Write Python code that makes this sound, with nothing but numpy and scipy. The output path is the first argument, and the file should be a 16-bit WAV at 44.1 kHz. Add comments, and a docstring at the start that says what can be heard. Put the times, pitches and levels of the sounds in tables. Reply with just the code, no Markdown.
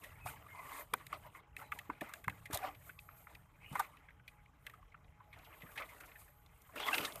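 """Young rabbits shuffle in dry hay in a narrow wooden box, over far rumble, faint hum and thin whistles.
For three seconds stalks crackle as random friction breaks, snaps ring as short resonant noise bursts,
paws knock the boards (damped resonances) and claws make a board sing (narrow gliding resonances).
The hay then calms; knocks and snaps return near 3.7 s, and a quieter stretch follows.
A rustle near 5.8 s leads to the thickest shuffling, with snaps and singing claws, from 6.7 s to the end."""
import sys
import numpy as np
from scipy import signal
from scipy.io import wavfile
from scipy.ndimage import uniform_filter1d

SR = 44100
rng = np.random.default_rng(int(sys.argv[2]) if len(sys.argv) > 2 else 0)


def wav_record(signal):
    """Record a signal, one row per channel, as 16-bit PCM in the file named by sys.argv[1]."""
    frames = np.transpose(np.atleast_2d(signal))
    bounded = np.clip(frames, -1, 1)
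    # unit amplitude maps onto the largest positive 16-bit level
    quanta = np.round(bounded * 32767).astype(np.int16)
    wavfile.write(sys.argv[1], SR, quanta)


N = 317504

# relative spectral density of stalk noise before the box colours it: f/Hz, level/dB per Hz
STALK_SPECTRUM = [(300, -19), (520, -3), (750, 2), (1200, 0.5), (2500, -3), (4000, -15.5), (5500, -39.5)]


def from_db(db):
    """The decibel law for amplitudes: 20 dB is a factor of ten."""
    return 10 ** (np.asarray(db) / 20)


def rms_one(x):
    """Normalisation by mean power: scale to rms 1."""
    return x / np.sqrt(np.mean(x ** 2) + 1e-20)


def peak_at(x, db):
    """Normalisation by the largest excursion: scale to a peak level in dB."""
    return from_db(db) * x / np.abs(x).max()


def in_time(rows):
    """Linear interpolation: each column of a curve over t/s, one value per sample."""
    s, *columns = np.transpose(rows)
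    return [np.interp(np.arange(N) / SR, s, c) for c in columns]


def band(x, low_hz, high_hz):
    """Band-pass filtering with gentle Butterworth slopes."""
    return signal.sosfilt(signal.butter(2, [low_hz, high_hz], "band", fs=SR, output="sos"), x)


def resonance(x, hz, width_hz):
    """A damped oscillator: two poles, with gain about 1 at the peak."""
    r = np.exp(-np.pi * width_hz / SR)
    numerator = [(1 - r * r) / 2, 0, (r * r - 1) / 2]
    denominator = [1, -2 * r * np.cos(2 * np.pi * hz / SR), r * r]
    return signal.lfilter(numerator, denominator, x)


def drift(rate_hz):
    """A slow random process: low-passed noise of rms 1, computed at every 40th sample."""
    step = 40
    r = np.exp(-2 * np.pi * step * rate_hz / SR)
    noise = rng.standard_normal(N // step + 2002)
    slow = signal.lfilter([1], [1, -2 * r, r * r], noise)[2000:]   # without the filter's run-in
    return np.interp(np.arange(N) / step, np.arange(len(slow)), rms_one(slow))


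def coloured(sources, spectrum, patchy_db, patch_rate):
    """Subtractive synthesis: third-octave bands from two noises in turn, each flickering alone; rms 1."""
    out = 0
    edges = 25 * 2 ** np.arange(0, 9.6, 1 / 3)
    at_hz, level_db = np.transpose(spectrum)
    for k, (low, high) in enumerate(zip(edges, edges[1:])):
        log_centre = np.log(low * high) / 2
        gain_db = np.interp(log_centre, np.log(at_hz), level_db, left=-90, right=-90)
        if gain_db > -80:
            flicker_db = patchy_db * drift(patch_rate)
            out = out + from_db(gain_db + flicker_db) * band(sources[k % 2], low, high)
    return rms_one(out)


def uneven_sizes(spread_db):
    """Breaks of random sign whose levels above the smallest are exponentially distributed, with a cap."""
    above_db = spread_db * np.minimum(rng.exponential(1, N), 4)
    return from_db(above_db) * rng.choice([-1, 1], N)


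def crackle(per_s, spread_db, clump_db, smooth):
    """Stick-slip friction: tiny random breaks plus smooth noise in two channels, swelling in clumps."""
    born = rng.random(N) < per_s / SR
    grains = rms_one(born * uneven_sizes(spread_db)) + smooth * rng.standard_normal((2, N))
    return grains * from_db(clump_db * drift(51))


def box(x, direct_db):
    """Standing waves: air and board modes in alternating polarity, added to the direct sound."""
    # modes of the air and boards of the box: f/Hz, width/Hz, level/dB
    modes = [(590, 45, 2), (770, 50, 4.5), (1170, 190, -5), (1550, 80, 0), (2066, 125, -1.5),
             (2668, 100, 4), (3380, 330, -13.5), (4340, 1700, -13.5)]
    rings = sum((-1) ** k * from_db(db) * resonance(x, hz, width) for k, (hz, width, db) in enumerate(modes))
    return rings + from_db(direct_db) * x


def stirring():
    """Power addition: exponential swells and fades over the settling hay; stalk and leaf levels in dB."""
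    # restless settling between shuffles: t/s, stalk level/dB, leaf level/dB
    settling = [(0, -68, -88), (.6, -62, -81), (1.2, -81, -67.5), (1.45, -70, -103), (2.4, -102, -75),
                (3.5, -76, -88), (3.95, -69, -81), (4.2, -75, -88), (5.28, -74.5, -90), (5.42, -63.5, -74),
                (5.7, -62, -66), (6.0, -60.5, -65), (6.4, -74, -78.5), (7.2, -60, -57.5)]
    # shuffles of a body: time of peak t/s, swell/s, fade of stalks/s (each over span_db),
    # stalk peak level/dB, leaf peak level/dB
    shuffles = [(.04, 0.15, 0.38, -60.5, -63.5), (0.272, 0.028, 0.12, -48.5, -48.5),
                (0.799, 0.33, 0.076, -52.5, -51), (.95, 0.056, 0.31, -57.5, -64),
                (1.14, 0.033, 0.046, -45, -65.5), (1.27, 0.11, 0.038, -59, -65.5),
                (1.372, 0.073, 0.043, -57.5, -63.5), (1.582, 0.024, 0.16, -53.5, -59),
                (1.735, 0.038, 0.29, -56.5, -61), (1.91, 0.04, 0.16, -60, -87),
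                (2.03, 0.032, 0.2, -54, -63), (2.15, 0.041, 0.12, -60, -59),
                (2.3, 0.081, 0.27, -60.5, -64.5), (2.535, 0.022, 0.093, -43.5, -46),
                (2.656, 0.16, 0.12, -47.5, -58), (2.883, 0.19, 0.15, -63.5, -61),
                (3.0, 0.024, 0.28, -69.5, -65.5), (3.1, 0.037, 0.35, -64.5, -82),
                (3.17, 0.025, 0.36, -79, -65.5), (3.301, 0.02, 0.19, -61.5, -67.5),
                (3.799, 0.18, 0.15, -51, -56), (4.29, 0.035, 0.14, -69, -71),
                (4.674, 0.098, 0.22, -65.5, -69), (5.36, 0.16, 0.33, -63.5, -79),
                (5.801, 0.071, 0.071, -47.5, -62), (6.2, 0.029, 0.12, -84, -57.5),
                (6.771, 0.043, 0.46, -45.5, -55.5), (6.951, 0.1, 0.17, -38, -44),
                (6.876, 0.071, 0.093, -40, -49.5), (7.054, 0.11, 0.11, -46, -47)]
    span_db = 20
    fade_speed = np.array([[1], [1.17]])   # stalks, leaves: leaves die away faster
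    t = np.arange(N) / SR
    power = from_db(2 * np.array(in_time(settling)))
    for s, swell, fade, *peak_db in shuffles:
        down_db = span_db * np.where(t < s, (s - t) / swell, (t - s) / fade * fade_speed)
        near = down_db[0] < 3 * span_db
        power[:, near] += from_db(2 * (np.array(peak_db)[:, None] - down_db[:, near]))
    return 10 * np.log10(power)


def still_air():
    """Broadband noise: air coloured by a fixed spectrum, flickering band by band."""
    # relative spectral density: f/Hz, level/dB per Hz
    air_spectrum = [(30, -6), (45, 11), (110, -1.5), (220, -10.5), (330, -10), (800, -18), (1250, -10),
                    (2100, -32), (3300, -42), (5000, -45), (6400, -25), (9000, -46), (14000, -24)]
    noise = rng.standard_normal((2, N))
    return from_db(-68.5) * coloured(noise, air_spectrum, patchy_db=3.5, patch_rate=18)


def far_rumble():
    """Low band-passed noise under a slowly changing level."""
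    # course of the rumble: t/s, level/dB
    rumble_course = [(0, -67), (.3, -59), (.62, -67.5), (1.9, -64.5), (2.59, -66), (2.85, -66.5),
                     (4.9, -68), (5.65, -67.5), (6.5, -70.5), (6.94, -70.5), (7.2, -63)]
    low = band(band(rng.standard_normal(N), 61, 156), 49, 200)
    return from_db(in_time(rumble_course)[0]) * rms_one(low * from_db(2.5 * drift(5)))


def hum():
    """Narrow-band noise: white noise passed twice through each resonance gives a wavering tone."""
    # lines of the hum: f/Hz, width of each pass/Hz, rms level/dB
    lines = [(835, 7.9, -79.5), (443.3, 19, -91.5), (3174, 31, -96)]
    out = 0
    for hz, width, db in lines:
        tone = resonance(resonance(rng.standard_normal(N), hz, width), hz, width)
        out = out + from_db(db) * rms_one(tone)
    return out


def whistles():
    """Frequency modulation: gliding sines, unsteady in pitch and level, that fade in and out."""
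    # insect-like whistles: start t/s, end t/s, start f/Hz, end f/Hz, rms level before fades and waver/dB
    spells = [(-.1, .6, 12460, 12540, -81), (1.6, 3.5, 12980, 12820, -87), (2.5, 3.35, 12480, 12560, -76),
              (2.95, 3.5, 8720, 8530, -87), (5.2, 5.9, 12700, 12680, -84), (5.35, 6.5, 12460, 12590, -76)]
    edge_s, waver_hz, waver_db = .12, 6, 3   # fade length; rms waver of pitch and of level
    out, t = 0, np.arange(N) / SR
    for start, end, from_hz, to_hz, db in spells:
        hz = np.interp(t, [start, end], [from_hz, to_hz]) + waver_hz * drift(6)
        fades = np.clip(np.minimum(t - start, end - t) / edge_s, 0, 1)
        tone = np.sqrt(2) * np.sin(2 * np.pi * np.cumsum(hz) / SR)
        out = out + fades * from_db(db + waver_db * drift(5)) * tone
    return out


def creaking():
    """Load-driven friction: dull board noise follows the smoothed stirring of the stalks."""
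    smoothing_s = 0.05
    load_db = uniform_filter1d(stirring()[0], int(smoothing_s * SR))
    creak_db = -63.5 + (load_db + 55)   # -63.5 dB when the stalks lie at -55 dB
    creak = rms_one(band(rng.standard_normal(N), 260, 500) * from_db(3 * drift(15)))
    return from_db(creak_db) * creak


def drags():
    """Stick-slip excitation: a claw's uneven jerks drive one narrow board resonance gliding in pitch."""
    # strokes: start t/s, end t/s, start f/Hz, end f/Hz, width of the narrower pole/Hz, rms level/dB
    strokes = [(.2, 0.323, 2600, 2385, 70, -64.5), (0.475, 0.673, 2160, 1965, 55, -62.5),
               (0.654, .85, 2043, 2090, 55, -63), (0.525, 0.712, 1000, 1122, 149, -55.5),
               (0.691, 0.842, 1111, 1040, 149, -54.5), (1.237, 1.302, 995, 990, 119, -62),
               (1.346, 1.405, 2060, 2100, 149, -64), (1.365, 1.41, 1035, 1023, 148, -63.5),
               (1.62, 1.718, 4030, 3900, 110, -78), (2.026, 2.123, 2095, 2110, 120, -67),
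               (2.595, 2.715, 778, 737, 46.7, -48), (3.64, 3.735, 2880, 2900, 120, -65),
               (3.62, 3.75, 2520, 2500, 120, -68), (3.759, 3.835, 1212, 1204, 90, -51),
               (5.787, 5.844, 561, 573, 78.5, -57), (6.79, 6.912, 3410, 3340, 197, -49.5),
               (6.863, 6.896, 2063, 2006, 90, -40.5), (6.927, 6.953, 2656, 2654, 90, -38),
               (6.914, 6.971, 1590, 1510, 90, -44)]
    out = np.zeros(N)
    slips = crackle(1200, spread_db=2.0, clump_db=1.5, smooth=1.5)
    for start, end, from_hz, to_hz, width, db in strokes:
        at = slice(round(start * SR), round(end * SR))
        along = np.linspace(0, 1, at.stop - at.start)
        # a complex low-pass envelope, moved up to the gliding pitch
        keep = np.exp(-np.pi * width / SR)
        tremble = signal.lfilter([1], np.poly([keep, keep ** 2]), slips[0, at] + 1j * slips[1, at])
        hz = from_hz + (to_hz - from_hz) * along
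        sung = np.real(tremble * np.exp(2j * np.pi * np.cumsum(hz) / SR))
        fades = np.minimum(np.minimum(along, 1 - along) / 0.14, 1)
        out[at] += from_db(db) * rms_one(sung * fades)
    return out


def thuds():
    """Impact on a heavily damped oscillator: a decaying push with a steady part bends the floor board."""
    # paws landing: t/s, peak level/dB, f/Hz, t60 of the push/s (taken as at least 0.01)
    landings = [(0.253, -45, 116, 0.04), (0.932, -34.5, 450, 0.068), (1.512, -55, 74, 0.053),
                (1.894, -36, 294, 0.094), (2.015, -33.5, 290, 0.07), (2.274, -34.5, 125, 0.17),
                (2.501, -36.5, 310, 0.16), (2.535, -39.5, 87, 0.0071), (3.715, -39.5, 142, 0.12),
                (5.635, -44, 183, 0.12), (7, -37, 224, 0.23)]
    size = SR // 4
    out, t = np.zeros(N + size), np.arange(size) / SR
    for (s, peak_db, hz, t60), noise in zip(landings, rng.standard_normal((len(landings), size))):
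        push = (noise + 0.44) * from_db(-60 * t / max(t60, .01))
        board = band(resonance(push, hz, 0.5 * hz), 45, 860)
        out[round(s * SR):][:size] += peak_at(board, peak_db)
    return out[:N]


def snaps():
    """Impulsive excitation: a dying noise burst rings at its own pitch and in the box, with a bright crack."""
    # snaps of stalks and taps of claws: t/s, body peak level/dB, ring f/Hz, crack peak level/dB,
    # t60 of the body burst/s (decay taken as at least 0.004)
    breaks = [(0.033, -43.5, 1900, -45.5, 0.1), (0.257, -32.5, 763, -42, 0.053),
              (0.717, -41.5, 1070, -45, 0.027), (0.935, -29, 2370, -42, 0.026),
              (0.938, -21.5, 980, -20.5, 0.0058), (1.066, -43, 2300, -41, 0.018),
              (1.126, -29, 1160, -43, 0.024), (1.347, -46, 1100, -66, 0.057),
              (1.565, -34.5, 1890, -41, 0.02), (1.61, -43, 890, -56, 0.074),
              (1.718, -29.5, 1267, -44.5, 0.03), (1.787, -37.5, 1880, -42, 0.029),
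              (1.898, -29.5, 990, -56, 0.024), (2.008, -35.5, 1810, -41, 0.038),
              (2.017, -36, 610, -48, 0.02), (2.085, -43, 1170, -51.5, 0.097),
              (2.136, -36.5, 1670, -35, 0.02), (2.24, -44, 1570, -48, 0.036),
              (2.28, -22.5, 1017, -37, 0.011), (2.295, -37, 1880, -48, 0.033),
              (2.454, -40.5, 1960, -48.5, 0.054), (2.505, -45, 1520, -47, 0.07),
              (2.528, -40, 1020, -31, 0.061), (2.541, -37, 3900, -26, 0.074),
              (2.573, -58, 710, -26.5, 0.011), (2.637, -32.5, 750, -62, 0.095),
              (2.746, -52, 2420, -58, 0.038), (2.891, -41.5, 1530, -70, 0.057),
              (2.988, -43, 2550, -61, 0.027), (3.088, -42, 1250, -86, 0.015),
              (3.268, -43, 1230, -76, 0.036), (3.349, -45.5, 2440, -53.5, 0.022),
              (3.722, -45, 910, -47.5, 0.087), (3.752, -27, 1020, -42, 0.043),
              (3.793, -24, 907, -31, 0.052), (3.968, -55.5, 1950, -59, 0.026),
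              (4.085, -49, 1580, -99, 0.035), (4.104, -52.5, 2000, -70, 0.03),
              (4.194, -55.5, 1510, -79, 0.044), (4.277, -41.5, 2360, -51, 0.039),
              (4.457, -55.5, 2160, -74, 0.027), (4.665, -38, 1880, -42.5, 0.025),
              (4.696, -49, 1940, -55, 0.03), (4.734, -48, 1240, -61.5, 0.054),
              (4.826, -53, 1150, -73, 0.021), (4.942, -47, 1300, -82, 0.031),
              (5.198, -49.5, 1034, -95, 0.087), (5.326, -48, 2130, -63, 0.082),
              (5.386, -60, 3800, -58, 0.03), (5.441, -55, 3020, -60, 0.11), (5.543, -56, 1690, -77, 0.029),
              (5.616, -44.5, 1960, -57, 0.063), (5.712, -57, 1150, -55, 0.09),
              (5.756, -45.5, 1660, -50, 0.073), (5.773, -32.5, 2060, -45.5, 0.074),
              (5.796, -39, 1216, -51, 0.11), (5.819, -37, 2060, -67, 0.049), (5.885, -51, 2030, -52, 0.15),
              (6, -45, 1500, -48, 0.09), (6.048, -68, 1240, -51.5, 0.15), (6.115, -50, 2080, -78, 0.031),
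              (6.153, -46.5, 1760, -75, 0.061), (6.278, -57, 1730, -65, 0.029),
              (6.461, -55.5, 3550, -61, 0.023), (6.618, -112, 907, -49, 0.023),
              (6.69, -50.5, 1010, -94, 0.041), (6.755, -39, 1390, -44.5, 0.063),
              (6.799, -33, 760, -41.5, 0.017), (6.93, -32, 754, -52, 0.067),
              (6.941, -26.5, 2600, -53, 0.04), (6.98, -25.5, 2350, -31, 0.027),
              (7.01, -38.5, 2720, -44, 0.035), (7.046, -30, 1330, -55, 0.038),
              (7.048, -30.5, 3640, -54, 0.052), (7.121, -40.5, 3400, -55, 0.027),
              (7.157, -44.5, 544, -33, 0.012)]
    size = SR // 8
    out, t = np.zeros(N + size), np.arange(size) / SR
    for (s, peak_db, hz, crack_db, t60), noise in zip(breaks, rng.standard_normal((len(breaks), 2, size))):
        shape = from_db(-60 * t / max(t60, .004)) * np.minimum(t / (0.078 * t60), 1)
        near = band(noise[0] * shape, .7 * hz, 2.1 * hz)
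        near = band(band(near, .65 * hz, 2.3 * hz), .6 * hz, 2.5 * hz)
        wide_db = -6 + .4 * (peak_db + 32)   # a harder snap shakes more of the box
        body = resonance(near, hz, .13 * hz) + from_db(wide_db) * box(near, direct_db=-6)
        crack = band(band(noise[1] * shape ** 1.26, 4700, 18000), 3900, 16500)
        crack = crack + from_db(-3.5) * resonance(crack, 18000, 5200)   # lifts the top
        crack = crack + from_db(2.0) * resonance(noise[1] * shape, 3550, 580)   # the stalk rings briefly
        out[round(s * SR):][:size] += peak_at(body, peak_db) + peak_at(crack, crack_db)
    return out[:N]


def ticks(per_s, spread_db, cycles):
    """Poisson-like excitation: random small breaks each ring a few cycles at one of 16 pitches."""
    sizes = uneven_sizes(spread_db)
    born, dealt = rng.random(N) < per_s / SR, rng.integers(0, 16, N)
    pitches = np.geomspace(650, 3000, 16)
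    at_hz, level_db = np.transpose(STALK_SPECTRUM)
    gains = from_db(np.interp(np.log(pitches), np.log(at_hz), level_db))
    out = 0
    for k, (hz, gain) in enumerate(zip(pitches, gains)):
        struck = sizes * born * (dealt == k) + 1e-18   # the tiny offset avoids slow arithmetic
        out = out + gain * resonance(resonance(struck, hz, hz / cycles), hz, hz / cycles)
    return rms_one(out)


def hay():
    """Friction noise through box modes: stalks rub and tick, brighter when pressed; leaves hiss above."""
    # relative spectral density of the leaves: f/Hz, level/dB per Hz
    leaf_spectrum = [(3500, -4), (4300, -1), (5500, -17), (7000, -1), (8500, 6), (11000, -0.5),
                     (13500, 4.5), (15000, 11.5)]
    stir_db, leaves_db = stirring()
    slips = crackle(2500, spread_db=3.0, clump_db=3.0, smooth=1.2)
    rub = coloured(slips, STALK_SPECTRUM, patchy_db=4.0, patch_rate=14)
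    breaks = ticks(320, spread_db=3.8, cycles=12)
    stalks = rms_one(rms_one(box(rub, direct_db=-2)) + from_db(-6) * breaks)
    # the bright share grows with stirring up to a stalk level of -46 dB
    bright_db = np.minimum(1.2 * (stir_db + 46), 0) - 7.5
    stalks = stalks + from_db(bright_db) * band(slips[0], 2260, 4740)
    sliding = crackle(6000, spread_db=2.0, clump_db=.7, smooth=1.8)
    leaves = coloured(sliding, leaf_spectrum, patchy_db=2.0, patch_rate=21.5)
    return from_db(stir_db) * stalks + from_db(leaves_db) * leaves


def scene():
    """Superposition and interference: all sources add, and a few low pitches cancel at the microphone."""
    # pitches that cancel where the microphone hangs: f/Hz, width/Hz
    nulls = [(222, 27), (368, 67), (525, 35)]
    surroundings = still_air() + far_rumble() + hum() + whistles() + creaking()
    out = surroundings + drags() + thuds() + snaps() + hay()
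    for hz, width in nulls:
        out = out - resonance(out, hz, width)
    return out[None]


def record(dry):
    """Low-pass filtering: two steep Chebyshev filters end the treble."""
    mic_top_hz, cutoff_hz = 14550, 15622   # stopband edges
    dull = signal.sosfilt(signal.cheby2(14, 28, mic_top_hz, fs=SR, output="sos"), dry)
    return signal.sosfilt(signal.cheby2(12, 70, cutoff_hz, fs=SR, output="sos"), dull)


dry = scene()
out = record(dry)
wav_record(out)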